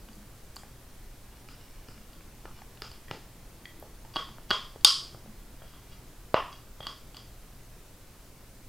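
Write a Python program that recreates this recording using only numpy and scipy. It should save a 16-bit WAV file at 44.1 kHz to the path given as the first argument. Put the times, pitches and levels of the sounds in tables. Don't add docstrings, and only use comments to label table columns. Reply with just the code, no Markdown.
import sys
import numpy as np
from scipy import signal
from scipy.io import wavfile
from scipy.ndimage import uniform_filter1d

SR = 44100
rng = np.random.default_rng(int(sys.argv[2]) if len(sys.argv) > 2 else 0)


def invert_db(x):
    u = np.asarray(x, float) / 20
    return 10 ** u


def store_pcm(level_fs):
    pcm = np.round(np.clip(level_fs, -1, 1) * 32767).astype(np.int16)
    wavfile.write(sys.argv[1], SR, np.atleast_2d(pcm).T)


N = 382788

# f/Hz, level/dB, unsteadiness/0-1
HUM = [(60, -65.5, .4), (120, -63.5, .5)]
# f/Hz, density/dB per Hz
FLOOR = [(8.8, -23.5), (15, 7), (33, -14.5), (62, -13.5), (240, -21.5), (748, -29.5), (2780, -36.5),
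         (15500, -40)]
# f/Hz, level/dB
APART = [(60, -27), (110, -21), (200, -17.5), (700, -13), (2380, -8), (4400, -5.5), (15000, -2.5)]
# t/s, level/dB
STIR = [(0.0, -57), (5.2, -56.5), (7.3, -57.5), (8.68, -58)]
# f/Hz, t60/s
ROOM = [(250, 0.4), (550, 0.27), (1000, 0.42), (3000, 0.39), (5000, 0.43), (10000, 0.44), (15000, 0.21)]
# delay/s, level/dB
WALLS = [(.005, -14.5), (.027, -18.5), (.036, -15), (.06, -17.5)]

# peak t/s, rise/s, fall/s, level/dB, worktop note f/Hz
BUMPS = [
    (.096, 0.028, 0.064, -49, 218),
    (.18, 0.023, .13, -46, 205),
    (.17, .02, .06, -53, 310),
    (.6, 0.051, .2, -55, 208),
    (1.99, 0.037, .12, -49, 214),
    (3.8, .3, 0.072, -55, 333),
    (4.27, .03, 0.058, -51, 306),
    (4.306, .03, .1, -48, 212),
    (5.28, .04, 0.079, -44.5, 212),
]
# peak t/s, rise/s, fall/s, level/dB
SLIDES = [
    (1.37, .2, .06, -64),
    (1.54, 0.023, 0.44, -59.5),
    (1.97, 0.15, 0.035, -62),
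    (2.59, 0.15, 0.073, -55.5),
    (2.934, .006, 0.072, -53),
    (5.926, .08, .04, -59),
    (5.994, .03, .025, -63),
    (7.192, .006, 0.051, -56.5),
]
# peak t/s, rise/s, fall/s, level/dB
RATTLES = [
    (4.157, 0.023, .004, -41),
    (4.503, 0.014, 0.0049, -42),
    (5.72, .2, .15, -64.5),
    (5.93, .05, .05, -61),
    (6.518, .005, 0.054, -50),
]
# t/s, peak level/dB, centre f/Hz
TICKS = [
    (0.156, -47, 8550),
    (0.5606, -37, 8700),
    (3.7993, -41, 12700),
]
# t/s, peak level/dB, body f/Hz, brightness/dB, room share/dB
KNOCKS = [(0.634, -44, 810, -17, -9), (1.891, -45.5, 397, -11, -2.5), (2.208, -53, 1150, -13, -13),
          (2.454, -39, 397, -18, -7), (2.619, -45, 864, -15, -20), (2.708, -57, 476, 4, -3),
          (3.112, -28.5, 417, -12, -6.5), (3.826, -41, 615, -12, -7), (4.05, -49, 950, 1.5, -5),
          (4.296, -56, 1130, -10, -37), (4.384, -41, 686, -25, -10.5), (4.76, -39, 430, -19, -18.5),
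          (5.147, -39.5, 560, -16, -10), (5.261, -46, 474, -12.5, -16), (5.62, -42, 688, -21, -4.5),
          (6.805, -35.5, 616, -11, -7.5)]

# t/s, upper-mode peak/dB, low modes/dB, top modes/dB, room
# share/dB
TAPS = [
    (4.1661, -25, 3, -6, -4.5),
    (4.5058, -23.5, 3.5, 1, -6),
    (4.5107, -16, 1, -8.5, -6),
    (5.7368, -52.5, 3, -12, 2),
    (6.8281, -45.5, 3, -3, 2),
    (6.8684, -30.5, 2.5, 1, -6),
        (4.1598, -28, 5.5, -2.5, -8.5),
    (4.81, -54.5, -3.5, 2.5, -9.5),
]
HELD_TAPS = [
    (0.087, -48.5, 1.5, -12, -10),
    (0.1314, -60, 0, 9, -6),
    (0.5651, -42.5, 4.5, 5, -9.5),
    (2.1316, -54, -3, 1, -2),
    (2.5885, -55, 5, -3, -8),
    (2.7736, -48, -4, -12, -10),
    (2.9154, -47, -1, 3.5, -6),
    (4.2894, -49, 7.5, -8, -9),
    (7.1452, -46, -0.5, -5, 1),
    (7.1683, -44.5, -14, 6, -5),
]
CLINKS = [
    (3.0824, -55.5, 10, -3, 2),
    (3.6549, -42.5, 5.5, -6, -7.5),
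    (5.6213, -55, 1.5, -12, 0),
    (5.9174, -69, -3, -3, -12),
    (6.8064, -40.5, -9, -13, 2.5),
]
DIGS = [
    (1.487, -44.5, -2.5, -1, 0),
    (1.8855, -49, 4.5, 3, -4),
    (1.9785, -49.5, -2, -7, -4),
    (2.455, -46, 7.5, -12, -5),
    (2.82, -31.5, -1, 0.5, -4),
    (3.1118, -30, -3, -5, -5.5),
]

# f/Hz, level/dB, t60/s
DISH_LOW = [(390, -8.5, .025), (795, -1.5, 0.01), (910, -0.5, 0.019), (1130, 5.5, 0.014), (1440, 1, 0.012),
            (1810, -9, 0.0101), (2320, -6, 0.0033), (1122, -23, .27)]
DISH_UPPER = [(2965, -2, 0.02), (3293, 1.5, 0.0098), (3695, -3, 0.00855), (3297, -16.5, 0.22)]
DISH_TOP = [(4542, -4.5, 0.017), (4748, -5, 0.022), (5220, -12.5, .01), (6000, -12, 0.0058)]
# f/Hz, level/dB, t60/s
EDGE = [(7100, 4, 0.0032), (8006, -0.5, 0.0028), (10620, 0, 0.0031), (13070, -4, 0.0062)]
# f/Hz, level/dB, t60/s
SPOON_LOW = [(1950, -5, 0.017), (2220, -0.5, 0.0068), (1130, -9.5, 0.013), (1950, -24, 0.11)]
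SPOON_UPPER = [(2830, 10, .01), (3240, 16, 0.02), (3750, -12, 0.0073), (3230, -38, 0.3)]
# f/Hz, level/dB, t60/s
DIG_LOW = [(416, -3.5, 0.024), (994, 1.5, 0.0079), (1315, 6.5, 0.011), (1690, -6, 0.029)]
DIG_UPPER = [(2470, -0.5, 0.0081), (2870, -2, 0.011), (3310, -2, 0.0051)]
DIG_TOP = [(4450, -4, .006), (4850, -3, .007), (5250, -3, .006)]
# f/Hz, width/Hz, level/dB
DISH_FAR = [
    [(560, 400, -12.5), (1110, 170, -3), (1300, 550, -10.5), (1935, 180, -17)],
    [(3270, 350, -2.5), (3330, 900, -12), (2750, 3000, -18)],
    [(4780, 820, -7), (6500, 3500, -26)],
]
DIG_FAR = [
    [(440, 250, -5), (800, 220, -5), (1300, 530, -2)],
    [(3020, 2400, -8.5)],
    [(4950, 700, -2.5), (7000, 2000, -19)],
]

# t/s, peak level/dB, room share/dB
SET_DOWN = (6.343, -3.16, -6.5)
# f/Hz, width/Hz, level/dB
SET_DOWN_MODES = [(658, 100, 3.5), (977, 380, 6), (1470, 21, -3), (1880, 250, -11), (2790, 260, -5),
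                  (4000, 68, -19), (4540, 350, -20), (6760, 100, -32), (8150, 83, -34)]
SET_DOWN_FAR = [(377, 230, -18), (620, 330, -3.5), (1090, 360, -0.1), (1870, 460, -13.5), (2830, 1000, -12),
                (5000, 1100, -26)]
# t/s, peak level/dB, room share/dB
CRACK = (4.8471, 2.5, -6.5)
# f/Hz, width/Hz, level/dB
CRACK_MODES = [(840, 140, -17), (1132, 200, -15), (1475, 200, -18), (3250, 300, -12), (3613, 300, -4.5),
               (4746, 330, 0.8), (6580, 260, -14), (8070, 310, -17), (8950, 120, -26), (10170, 420, -22),
               (10530, 600, -13.5), (11020, 300, -27.5), (12150, 590, -25.5)]
CRACK_FAR = [(600, 540, -26.5), (1106, 88, -6.5), (1295, 310, -13.5), (2000, 900, -30), (3250, 550, -4.5),
             (3888, 840, -10), (4830, 950, -2.5), (7408, 6030, -21.5)]


def evened(x):
    return x / np.sqrt(np.mean(x ** 2) + 1e-20)


def read(points, hz):
    f, value = np.transpose(points)
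    return np.interp(np.log(hz + 1), np.log(f + 1), value)


def add(mix, start_s, sound):
    part = mix[round(start_s * SR):][:len(sound)]
    part += sound[:len(part)]


def band(x, lo_hz, hi_hz):
    return signal.sosfilt(signal.butter(2, [lo_hz, hi_hz], "band", fs=SR, output="sos"), x)


def hum():
    t = np.arange(N) / SR
    wander = evened(band(rng.standard_normal((len(HUM), N)), 0.22, 4.4))
    out = np.zeros(N)
    for (hz, db, unsteady), w in zip(HUM, wander):
        out += invert_db(db) * (1 + unsteady * w) * np.sin(2 * np.pi * hz * t) * np.sqrt(2)
    return out


def floor():
    frames, hz = N // 512 + 6, np.fft.rfftfreq(2048, 1 / SR)
    a, b, c, d, patches = rng.standard_normal((frames, 1025, 5)).T
    patches = uniform_filter1d(patches, 14, 0)
    patches = evened(uniform_filter1d(patches, 8, 1))
    s, air_db = np.transpose(STIR)
    stir_db = np.interp(np.arange(frames) * 512 / SR, s, air_db - air_db[-1])
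    stirred = 1 / (1 + (hz[:, None] / 2400) ** 2)
    mid_db = read(FLOOR, hz)[:, None] + 0.78 * patches + 1.1 * stirred * stir_db
    side_db = (read(FLOOR, hz) + read(APART, hz))[:, None]
    mid = (a + 1j * b) * invert_db(mid_db)
    side = (c + 1j * d) * invert_db(side_db)
    air = signal.istft(np.array([mid + side, mid - side]), nperseg=2048, noverlap=1536)[1][:, :N]
    return invert_db(-49) * evened(air)


def kitchen(x):
    hz, t, z = signal.stft(rng.standard_normal(SR), SR, nperseg=256)
    decay = invert_db(-60 * t / read(ROOM, hz)[:, None])
    tail = signal.istft(z * decay, SR, nperseg=256)[1][:SR]
    t = np.arange(SR) / SR
    tail = tail * (1 - np.exp(-(t / 0.011) ** 2))
    tail = tail / np.linalg.norm(tail)
    for delay_s, db in WALLS:
        scatter = rng.standard_normal(400) * np.exp(-t[:400] / 0.002)
        add(tail, delay_s, invert_db(db) * scatter / np.linalg.norm(scatter))
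    return signal.fftconvolve(x, tail)[:N]


def stroke(peak_s, rise_s, fall_s, db):
    t = np.arange(-rise_s, fall_s, 1 / SR)
    sunk = np.where(t < 0, -t / rise_s, t / fall_s)
    drop_db = 18
    return peak_s - rise_s, invert_db(db - drop_db * sunk) * np.minimum(8 * (1 - sunk), 1)


def bumps():
    shiver = evened(band(rng.standard_normal((2, N)), 2.4, 40))
    quarter_turn = np.array([[0], [1 / 4]])
    out = np.zeros(N)
    for *shape, hz in BUMPS:
        start_s, swell = stroke(*shape)
        at = round(start_s * SR) + np.arange(len(swell))
        tones = np.cos(2 * np.pi * (hz * at / SR + quarter_turn))
        murmur = ((0.68 + 0.39 * shiver[:, at]) * tones).sum(0)
        add(out, start_s, swell * murmur)
    return invert_db(-2.5) * out


def ring(modes, stray, rise_s=0.00047, chatter_s=0.00059):
    t = np.arange(SR // 3) / SR
    hz, db, t60 = np.transpose(modes)[:, :, None]
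    luck = rng.uniform(-1.1, 1, (len(modes), 2))
    hz = hz * (1 + stray * luck[:, :1] * (t60 < 0.1))
    level = invert_db(db + 60 * stray * luck[:, 1:] - 60 * t / t60)
    x = (level * np.sin(2 * np.pi * hz * t)).sum(0)
    contact = 0.22 * rng.standard_normal(256) * np.exp(-t[:256] / chatter_s)
    contact[0] = 1
    x = signal.oaconvolve(x * (1 - np.exp(-t / rise_s)), contact)
    return x / abs(x).max()


def slips(rows, body):
    size = invert_db(4.6 * np.minimum(rng.exponential(1, N), 5)) * rng.choice([-1, 1], N)
    slipped = rng.random(N) < 900 / SR
    pressure = np.zeros(N)
    for row in rows:
        add(pressure, *stroke(*row))
    return evened(signal.oaconvolve(size * slipped, body)[:N]) * pressure


def slides():
    edge = ring(DIG_TOP, 0) + invert_db(3.5) * ring(DIG_UPPER, 0) + invert_db(-7.5) * ring(DIG_LOW, 0)
    dish = ring(DISH_UPPER, 0) + invert_db(-2) * ring(DISH_TOP, 0) + invert_db(-4.5) * ring(DISH_LOW, 0)
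    return invert_db(-3.5) * slips(SLIDES, edge) + slips(RATTLES, dish)


def ticks():
    out = []
    for s, db, hz in TICKS:
        film = [(hz, 0, 0.0018), (hz * 0.92, 0, 0.002), (hz * 1.2, 0, 0.0015)]
        tick = invert_db(db + 4) * ring(film, 0.02, 0.0001)
        out.append((s, tick, invert_db(-4) * tick))
    return out


def knocks():
    snap_modes = [(2252, 1.5, 0.0014), (3150, -1.5, 0.0026), (4500, -7.5, 0.004)]
    out = []
    for s, db, hz, bright_db, wet_db in KNOCKS:
        body = ring([(hz, 0, 0.012), (150, -6, 0.025), (hz * 1.7, -8, 0.007),
                     (hz * 1.336, -2.5, 0.012), (hz * 1.92, -4, 0.008)], 0.024)
        snap = ring(snap_modes, 0.028, 0.0001)
        knock = -invert_db(db + 7) * (body + invert_db(bright_db) * snap)
        out.append((s, knock, invert_db(wet_db) * knock))
    return out


def burst(humps, like):
    f = abs(np.fft.fftfreq(2048, 1 / SR))
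    power = sum((invert_db(db) / (1 + (2 * (f - hz) / width) ** 2)) ** 2 for hz, width, db in humps)
    gain = np.sqrt(power) * f ** 2 / (f ** 2 + 150.0 ** 2)
    minimum_phase = np.exp(np.conj(signal.hilbert(np.log(gain + 1e-5))))
    x = np.fft.ifft(minimum_phase).real[:1024]
    return x * np.linalg.norm(like) / np.linalg.norm(x)


def taps(rows, groups, edge_db, far=None):
    low_modes, upper_modes, top_modes = groups
    out = []
    for s, db, low_db, top_db, wet_db in rows:
        upper = ring(upper_modes, 0.01)
        low = ring(low_modes, 0.034)
        top = ring(top_modes, 0.017) + invert_db(edge_db) * ring(EDGE, 0.036, 0.0001)
        sound = invert_db(db + 3) * (upper + invert_db(low_db) * low + invert_db(top_db) * top)
        thrown = sound
        if far:
            humps = []
            for group, share_db in zip(far, (low_db, 0, top_db)):
                humps += [(hz, width, own_db + share_db) for hz, width, own_db in group]
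            thrown = burst(humps, sound)
        out.append((s, sound, invert_db(wet_db) * thrown))
    return out


def all_taps():
    held_low, held_upper = DISH_LOW[:-1], DISH_UPPER[:-1]
    out = taps(TAPS, (DISH_LOW, DISH_UPPER, DISH_TOP), -11.5, DISH_FAR)
    out += taps(HELD_TAPS, (held_low, held_upper, DISH_TOP), -3.5, DISH_FAR)
    out += taps(CLINKS, (SPOON_LOW, SPOON_UPPER, DISH_TOP), -9)
    out += taps(DIGS, (DIG_LOW, DIG_UPPER, DIG_TOP), -9, DIG_FAR)
    return out


def lasting(peaks, longer):
    return [(hz, db + 20 * np.log10(width), longer * 2.84 / width) for hz, width, db in peaks]


def set_down():
    s, db, wet_db = SET_DOWN
    worktop = [(11150, 2500, -32.5), (182, 160, -18), (5550, 1500, -30)]
    modes = lasting(SET_DOWN_MODES + worktop, 0.7)
    sound = invert_db(db) * ring(modes, 0, 0.00053, chatter_s=0.00052)
    return s, sound, invert_db(wet_db) * burst(SET_DOWN_FAR, sound)


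def crack():
    s, db, wet_db = CRACK
    free_ring = [(250, -28, 0.02), (14470, -19.5, 0.0023), (3240, -16.5, 0.4), (1115, -20, 0.26),
                 (3620, -21, 0.3), (4797, -14.5, 0.3), (5500, -21.5, 0.3)]
    sound = invert_db(db) * ring(lasting(CRACK_MODES, 1.5), 0, 0.00025, chatter_s=0.00093)
    add(sound, 0.0022, invert_db(-7.5) * ring(lasting(CRACK_MODES, 2.1), 0))
    add(sound, 0, invert_db(-9) * ring(EDGE + free_ring, 0, 0.0001))
    sound = band(sound, 600, 19000) + invert_db(-14) * sound
    return s, sound, invert_db(wet_db) * burst(CRACK_FAR, sound)


def blows():
    near, sent = np.zeros((2, N))
    for s, sound, thrown in ticks() + knocks() + all_taps() + [set_down(), crack()]:
        add(near, s, sound)
        add(sent, s, thrown)
    return near, sent


def scene():
    near, sent = blows()
    rub = slides()
    objects = band(near + rub + kitchen(sent + invert_db(-6) * rub), 84.3, 19000)
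    return objects + bumps() + floor() + hum()


def roll_off(x):
    return signal.sosfilt(signal.butter(12, 15650, fs=SR, output="sos"), x)


def record(dry):
    lowpass = signal.firwin(255, 16300, window=("kaiser", 8), fs=SR)[None]
    mix = signal.oaconvolve(np.clip(dry, -1.3, 1.3), lowpass, "same")
    return roll_off(mix)


dry = scene()
out = record(dry)
store_pcm(out)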